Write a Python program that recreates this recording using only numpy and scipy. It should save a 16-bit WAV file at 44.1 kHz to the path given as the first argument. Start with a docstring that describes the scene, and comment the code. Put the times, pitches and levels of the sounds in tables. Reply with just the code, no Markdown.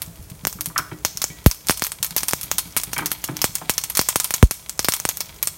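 """Mustard seeds in hot oil

A small steel pan on a burner in a kitchen, with a phone close by as the microphone.
Each seed bursts with a noise snap, a rattle round the bowl, faint ringing modes and a sinking steam puff.
Random ticks and fizz make the frying oil; filtered noise makes the burner's low rush.
The pan rocks and is handled: thuds, gritty scrapes, a ringing rim. A few puffs overload the microphone."""
import sys
import numpy as np
from scipy import signal
from scipy.fft import rfft, irfft
from scipy.io import wavfile

SR = 44100
rng = np.random.default_rng(int(sys.argv[2]) if len(sys.argv) > 2 else 0)


def unload_wav(signal):
    """Save mono or channel-first audio to the path in sys.argv[1] as 16-bit WAV at rate SR, clipped to [-1, 1]."""
    wavfile.write(
        sys.argv[1],
        SR,
        np.round(np.clip(np.atleast_2d(signal).T, -1, 1) * 32767).astype(np.int16),
    )


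N = 245717
TIME = np.arange(N) / SR  # s
CUTOFF_HZ = 15900  # top of the phone's range


def undb(db):
    """Decibels to gain."""
    return 10 ** (np.asarray(db) / 20)


def unit(x):
    """Scale to an energy of one."""
    return x / np.sqrt(np.sum(x ** 2))


def add(out, s, x):
    """Mix a sound in at a time in seconds."""
    i = max(int(round(s * SR)), 0)
    out[i:i + len(x)] += x[:max(N - i, 0)]


def convolve(x, response):
    """Pass a sound through a response, keeping its length."""
    return signal.fftconvolve(x, response)[:len(x)]


def lowpass(x, order, hz):
    """Keep what lies below a frequency."""
    return signal.lfilter(*signal.butter(order, hz, fs=SR), x)


def highpass(x, order, hz):
    """Keep what lies above a frequency."""
    return signal.lfilter(*signal.butter(order, hz, "high", fs=SR), x)


def colour(x, points, size=2048):
    """Causal filter of unit energy through (Hz, dB) points."""
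    hz, db = np.transpose(points)
    grid = np.maximum(np.fft.rfftfreq(size, 1 / SR), 1)
    log_gain = np.log(undb(np.interp(np.log(grid), np.log(hz), db)))
    # folding the cepstrum forward in time gives minimum phase
    cepstrum = irfft(log_gain)
    cepstrum[1:size // 2] *= 2
    cepstrum[size // 2 + 1:] = 0
    return convolve(x, unit(irfft(np.exp(rfft(cepstrum)))))


def resonance(x, hz, q):
    """Two-pole band-pass."""
    return signal.lfilter(*signal.iirpeak(hz, q, SR), x)


def burst(decay_s, size):
    """Noise that dies away exponentially."""
    return rng.standard_normal(size) * np.exp(-TIME[:size] / decay_s)


# Sheet-metal stove top. Each row: resonance in Hz, sharpness Q, level in dB.
STOVE_MODES = [(305.2, 51, 12), (420, 8.9, 3), (547, 45, 5), (649, 80, 12)]


def stove_top(x, gain):
    """The sheet metal hums along with whatever shakes it."""
    hum = sum(undb(db) * resonance(x, hz, q) for hz, q, db in STOVE_MODES)
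    return x + gain * hum


# Colour of the burner's rush in the kitchen. Each row: frequency in Hz, relative level in dB.
BURNER_COLOUR = [(20, -24), (55, 9.5), (100, 1), (160, 3.5), (250, -12), (500, -13), (1000, -14.5),
                 (2000, -20.5), (3300, -24.5), (6000, -19), (10000, -18.5), (16000, -21)]


def burner():
    """The burner's steady low rush is coloured noise that also shakes the stove top."""
    rush = colour(rng.standard_normal(N), BURNER_COLOUR)
    return undb(-45.0) * stove_top(rush, gain=0.63)


# How hard the oil fries by itself. Each row: time in seconds, level in dB.
FRYING = [(0, -50), (.4, -60), (1, -58), (1.33, -46), (2, -53), (2.45, -43.5), (3.05, -45), (3.35, -42.5),
          (3.9, -45), (4.7, -47.5), (5.25, -46.5), (5.57, -53.5)]


def frying_level(stir_db=-54, calm_s=0.079):
    """The oil fries on by itself; every burst stirs it up, and it calms again."""
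    stirred = np.zeros(N)
    for s, _, rattle_db, _ in POPS:
        add(stirred, s, undb(rattle_db + stir_db) * np.exp(-TIME[:SR // 2] / calm_s))
    steady = undb(np.interp(TIME, *np.transpose(FRYING)))
    return np.hypot(steady, stirred)


# Colour of the steel bowl, for the oil and the rattles. Each row: frequency in Hz, relative level in dB.
BOWL_COLOUR = [(150, -32), (700, -0.5), (1050, 7.5), (1900, 1), (2300, 2), (2900, 1.5), (4900, -1.5),
               (5400, -2.5), (7500, -7.5), (9700, -4), (10400, -7), (11500, -3.5), (15500, -6.5)]


def oil(ticks_per_s=330, spread_db=5.0, crackle_db=-2.0, fizz_db=-9, dull_hz=11000):
    """Many tiny bubbles break at the surface as scattered ticks, over a soft noise fizz."""
    sizes = undb(spread_db * np.minimum(rng.exponential(size=N), 5))
    ticks = (rng.random(N) < ticks_per_s / SR) * sizes * rng.choice([-1, 1], N)
    scatter = 0.63 * burst(0.0036, size=1024)
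    scatter[0] += 2  # the direct tick
    crackle = unit(convolve(ticks, scatter)) * np.sqrt(N)
    bubbles = undb(crackle_db) * crackle + undb(fizz_db) * rng.standard_normal(N)
    # bursting under a film of oil, they are duller than the seeds
    bubbles = lowpass(bubbles, 1, dull_hz)
    return frying_level() * colour(bubbles, BOWL_COLOUR)


def small_seeds(least_db=-24, spread_db=1.5, count=110):
    """Rows (s, strength dB) of faint ticks at random times, louder when the oil fries harder."""
    when, size = rng.random((count, 2)).T
    s = when * N / SR
    frying_db = np.interp(s, *np.transpose(FRYING))
    size_db = -spread_db * np.log(np.maximum(size, np.exp(-2)))
    return np.column_stack([s, least_db + size_db + (frying_db - frying_db.mean()) / 2])


def jolted_seeds(weaker_db=-17, spread_db=3, soonest_s=0.0068, within_s=.04):
    """Rows (s, strength dB): each listed burst sets off a weaker neighbour just after it."""
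    s, _, rattle_db, _ = np.transpose(POPS)
    delay, size = rng.random((len(s), 2)).T
    strength_db = rattle_db + weaker_db + spread_db * (2 * size - 1)
    return np.column_stack([s + soonest_s + within_s * delay, strength_db])


def brighten(x, db, split_hz=8300):
    """Tip the balance between the treble above the split and all below it, at unit energy."""
    # the bands meet in opposite phase at the split, so one is subtracted
    return unit(lowpass(x, 2, split_hz) * undb(-db / 2) - highpass(x, 2, split_hz) * undb(db / 2))


# Colour of a husk's snap. Each row: frequency in Hz, relative level in dB.
SNAP_COLOUR = [(150, -10.5), (700, 0.5), (1600, 2.5), (2700, 2.5), (4200, 0), (6000, 4.5), (7600, -0.5),
               (9200, -1), (10500, -14), (12000, -1), (15500, -2)]
# Overall levels of snap and rattle, treble tilt of weak bursts, and its change per dB of a harder snap.
SNAP_DB, RATTLE_DB, BRIGHT_DB, BRIGHT_PER_DB = 1, 4, 9.5, -0.11
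# Seed bursts. Each row: start in seconds, then relative levels in dB of the snap,
# the rattle in the bowl and the steam puff.
POPS = [(0.0192,4,-1,-33), (.3,-17,-14,-38), (0.4513,-0.5,-27,4.5), (.47,11.5,3,4.5), (0.5279,-7,-10.5,-16),
        (.609,2,0,-35), (0.659,3,-0.5,-40), (.779,5.5,5.5,-26), (1.0497,13,4,5.5), (1.1729,-1.5,-5,-34),
        (1.2174,-7,5.5,-6), (1.2413,10.5,-3,-1), (1.4618,13.5,9.5,15), (1.5131,9,4.5,-12),
        (1.67,-0.5,-4,-20), (1.6857,9,5,-26), (1.6963,12,5,17.5), (1.7076,4,8.5,5.5), (1.773,-13,-1,-25),
        (1.7959,-0.5,-13,-31), (1.8216,2,1.5,8), (1.8396,6,-5,-20), (1.847,-3,2,-19), (1.8678,2.5,-3,-28),
        (1.9191,0,-2.5,-36), (2.0278,-2,8.5,-28), (2.046,1,1.5,-30), (2.108,-8,-8.5,-17), (2.1644,16,6.5,1),
        (2.1765,0,-11,-29), (2.1804,2,6.5,-16), (2.233,1.5,1,0), (2.2839,9,7.5,-30), (2.3102,2,-6,-11),
        (2.3341,16,-14,11), (2.4124,-3.5,-4,-27), (2.432,-4,-0.5,-31), (2.515,13.5,1.5,0.5),
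        (2.5832,8.5,9.5,-36), (2.766,8,6.5,2.5), (2.7724,10,8,-32), (2.835,2,1,-22), (2.9321,-2.5,2.5,-2),
        (2.9802,-4,2.5,-11), (3.0593,1.5,6,-3.5), (3.1165,4.5,5,-2), (3.2408,-1,4.5,-5),
        (3.3685,-2.5,-7.5,-20), (3.417,6,6,-13), (3.4424,12.5,8.5,12.5), (3.5541,7.5,4,-18),
        (3.6956,8,10,10), (3.78,6,7,-6.5), (3.8382,2.5,2.5,-15), (3.8993,-3,2,-30), (3.9515,-4,3,-22),
        (3.9714,13.5,10,-16), (3.9925,18.5,4,14.5), (4.0142,6,0,-2), (4.0876,14,11.5,-2.5),
        (4.1586,13,10,12.5), (4.2,10,8,-5.5), (4.244,7.5,6.5,-30), (4.3073,10,1.5,-1.5),
        (4.3398,8.5,7.5,-1), (4.4272,3,5,16), (4.5104,19,9,7.5), (4.6954,1.5,-2.5,-13), (4.793,7,3,6),
        (4.846,10,4,2), (4.8854,15,10,14), (4.922,6,0,-30), (4.9377,10,7,-9), (4.965,2,-7,-34),
        (5.0005,3,-7,-8), (5.0523,6,2,9.5), (5.0899,10.5,5.5,-2), (5.1719,-0.5,-7,-25), (5.206,6,2.5,-6),
        (5.428,12.5,5,-11), (5.473,9,4.5,-9)]


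def seeds(snap_s=.0001, rattle_s=0.0089, echo=0.18, echo_s=.0047, hollow_hz=1500, husk_hz=7000, size=2048):
    """A husk splits with a snap, which then scatters between the walls of the bowl."""
    snaps, rattles = np.zeros(N), np.zeros(N)
    faint = [(s, db, db) for s, db in np.vstack([small_seeds(), jolted_seeds()])]
    for s, snap_db, rattle_db in np.vstack([np.array(POPS)[:, :3], faint]):
        # weak bursts are thin and bright, a harder snap is fuller
        bright_db = BRIGHT_DB + BRIGHT_PER_DB * max(snap_db, 0)
        crack = 0.73 * burst(snap_s, size)
        crack[0] += 2
        # the later reflections arrive in clumps of 16 samples
        clumps_db = 2.5 * np.repeat(rng.standard_normal(size // 16), 16)
        rattle = burst(rattle_s, size) * undb(clumps_db)
        # every husk has its own size, and so its own short note
        note_hz = min(husk_hz * 2 ** rng.uniform(-.6, .9), CUTOFF_HZ)
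        crack = crack + 1.3 * resonance(crack, note_hz, 5)
        rattle = rattle + 1.3 * resonance(rattle, note_hz, 5)
        snap = undb(snap_db) * brighten(crack, bright_db)
        add(snaps, s, snap)
        # one clear reflection comes back from a surface nearby
        add(snaps, s + echo_s * (1 + 0.03 * rng.standard_normal()), echo * snap)
        add(rattles, s, undb(rattle_db) * brighten(rattle, bright_db))
    # the small bowl holds on to short waves only
    rattles = highpass(rattles, 1, hollow_hz)
    return undb(SNAP_DB) * colour(snaps, SNAP_COLOUR) + undb(RATTLE_DB) * colour(rattles, BOWL_COLOUR)


# Modes of the steel pan. Each row: frequency in Hz, level in dB, time to fall by 60 dB in seconds.
PAN_MODES = [(1000, -9, .14), (1290, -11, .2), (2250, -5, .22), (3330, -5, .2), (4310, 1.5, .26),
             (5430, 2, .2), (5960, -4, .15), (6540, 2, .2), (7450, -5, .18), (8340, -5, .18),
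             (9120, -3, .16), (11400, -6, .15)]
RING_DB = -16  # ring relative to the listed rattle level


def pan_ring(size=10240):
    """Each seed wakes its own mix of steel modes, and the moving oil detunes them a little."""
    out, t = np.zeros(N), TIME[:size]
    hz, db, t60 = np.transpose(PAN_MODES)
    fades = undb(db[:, None] - 60 * t / t60[:, None])
    for s, _, rattle_db, _ in POPS:
        detune, mix = rng.standard_normal((2, len(hz)))
        mode_hz = hz * (1 + .007 * detune)
        waves = np.sin(np.outer(2 * np.pi * mode_hz, t).astype(np.float32))
        add(out, s, undb(rattle_db + RING_DB) * unit(mix @ (fades * waves)))
    return out


def pan_body(x, gain=.45, width_hz=90):
    """The steel of the pan favours its own notes in whatever sounds inside it."""
    notes = sum(undb(db) * resonance(x, hz, hz / width_hz) for hz, db, _ in PAN_MODES)
    return x + gain * notes


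def sinking_wave(t, rest_hz, turns, onset_s):
    """The microphone's answer to a push of air: a swing that slows down cycle by cycle."""
    return np.sin(2 * np.pi * (rest_hz * t + turns * np.log1p(t / onset_s)))


# Puffs that hit the microphone. Each row: start in seconds, level in dB,
# decay in seconds, onset of the swing in seconds.
THUMPS = [(1.4616, 6, .0098, .00014), (4.4277, 12, .0112, .000175)]


def puffs(size=4096):
    """Steam leaves each seed in a puff; stronger puffs last longer up to a limit, direct hits thump."""
    out, t = np.zeros(N), TIME[:size]
    for s, _, _, puff_db in POPS:
        decay_s = min(0.00017 + 0.018 * undb(puff_db), .008)
        fade = np.exp(-t / decay_s) / (1 + t / 0.000043) ** 0.63
        wave = sinking_wave(t, 19, turns=0.47, onset_s=.00006)
        add(out, s + .0001, undb(puff_db) * unit(wave * fade))
    for s, db, decay_s, onset_s in THUMPS:
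        push = (1 - np.exp(-t / .0015)) ** 2 * np.exp(-t / decay_s)
        add(out, s, undb(db) * push * sinking_wave(t, 24, turns=.53, onset_s=onset_s))
    return out


def thud(hz, ring, rise_s=0.0038, ring_s=0.027, size=8192):
    """A soft blow of the pan on its stand, and the rumble of the stove's body with it."""
    t = TIME[:size]
    blow = np.sin(2 * np.pi * hz * t) * t / rise_s * np.exp(1 - t / rise_s)
    body = resonance(resonance(burst(ring_s, size), hz, 1.4), hz, 1.4)
    return blow + ring * body / np.abs(body).max()


ROCK_HZ, KNOCK_HZ = 143, 301  # low note of the stove, higher note of its sheet metal
# Spells of rocking on the stand. Each row: start in seconds, end in seconds,
# time between tips in seconds, relative level of a tip in dB.
ROCKING = [(0.076, .85, .1195, -28.5), (1.152, 1.37, .149, -31), (2.003, 3.05, .109, -32),
           (3.354, 3.56, .137, -31)]


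def stove(lag_s=0.00507):
    """The pan tips evenly to and fro or is knocked against its stand, and the stove top hums on."""
    out = np.zeros(N)
    for start, end, period, db in ROCKING:
        for s in np.arange(start, end, period):
            tip_hz = ROCK_HZ * (1 + 0.11 * rng.standard_normal())
            add(out, s, undb(db) * thud(tip_hz, ring=0.48))
    for s, *_, db in KNOCKS:
        # a knock sounds the low note of the stove and the higher note of its sheet metal
        low = undb(db + 0.5) * thud(ROCK_HZ, ring=0.89)
        high = undb(db - 4.5) * thud(KNOCK_HZ, ring=.8)
        add(out, s + lag_s, low + high)
    return stove_top(out, gain=0.77)


# Rim of the pan where it meets the stand. Each row: mode in Hz, level in dB, time to fall by 60 dB in
# seconds, before damping.
RIM_MODES = [(1940, -13, 0.69), (2263, -0.5, 0.066), (2370, -17, 0.13), (3130, -7, 0.039)]
# The pan is shifted on the burner. 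Each row: start in seconds, scrape level in dB, scrape centre in Hz,
# sharpness Q, ring of the rim in dB, thud of the stove in dB (relative).
KNOCKS = [(0.586, -31, 1150, 3, -49, -41.5), (.7, -32, 1150, 2.8, -52, -48),
          (0.76, -11, 1350, 2.8, -32, -46), (.785, -11, 1300, 2.8, -51, -37.5),
          (.914, -25.5, 1280, 0.79, -35, -27.5), (1.302, -50, 1980, 2, -33.5, -54),
          (2.965, -15, 1260, 1.2, -20, -36), (2.986, -13, 1280, 0.9, -22, -34),
          (3.004, -33, 1100, 1.9, -27.5, -31), (3.02, -22.5, 1060, 1.9, -42, -32),
          (3.287, -16.5, 1070, 1.1, -32, -25), (3.614, -24, 850, 1.4, -53, -38)]


def clanks(skirt=0.51, rise_s=0.00092, decay_s=0.0093, top_hz=3000, grip_s=0.0042, size=8192):
    """Short gritty scrapes of steel on steel; the rim rings, damped by the hand."""
    out, t = np.zeros(N), TIME[:size]
    rim = np.zeros(size)
    for hz, db, t60 in RIM_MODES:
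        rim += undb(db) * np.sin(2 * np.pi * hz * t) * np.exp(-np.log(1000) * t / t60)
    for s, db, hz, q, rim_db, _ in KNOCKS:
        grit = burst(decay_s, size) * rng.exponential(size=size) * (1 - np.exp(-t / rise_s))
        band = resonance(grit, hz, q)
        scrape = lowpass(resonance(band, hz, q) + skirt * band, 3, top_hz)
        # the harder the push, the tighter the grip and the shorter the ring
        damping = np.exp(-t * undb(db) / grip_s)
        add(out, s, undb(db) * scrape / np.abs(scrape).max() + undb(rim_db) * rim * damping)
    return out


def room(x, low_t60=0.39, high_t60=0.49, split_hz=5000, size=22050):
    """Hard kitchen walls as two bands of decaying noise; the treble lingers a little longer."""
    low = lowpass(burst(low_t60 / np.log(1000), size), 2, split_hz)
    high = highpass(burst(high_t60 / np.log(1000), size), 2, split_hz)
    build_up = 1 - np.exp(-TIME[:size] / 0.0009)
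    return convolve(x, unit((low + 1.5 * high) * build_up))


def scene():
    """Pan, stove and the low rush of the burner in the kitchen."""
    frying = undb(0.5) * pan_body(seeds() + oil())
    handling = clanks() + stove()
    walls = room(undb(-15) * frying + undb(-4.5) * handling)
    return (frying + handling + puffs() + pan_ring() + walls + burner())[None]


def gain_control(x, knee_db=-16, release_s=0.093, lag_size=1500):
    """The gain drops a moment (lag in samples) after a long loud blow and creeps back."""
    keep = np.exp(-1 / (release_s * SR))
    power = signal.lfilter([1 - keep], [1, -keep], x[0] ** 2)
    power = np.concatenate([np.zeros(lag_size), power])[:N]
    return x / np.sqrt(1 + power / undb(knee_db) ** 2)


def record(dry):
    """The phone clips the sharpest peaks, ducks after loud blows and cuts the top."""
    clipped = np.clip(dry, -1, 1)
    top_cut = signal.ellip(10, .1, 85, CUTOFF_HZ, fs=SR, output="sos")
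    return signal.sosfilt(top_cut, gain_control(clipped))


dry = scene()
out = record(dry)
unload_wav(out)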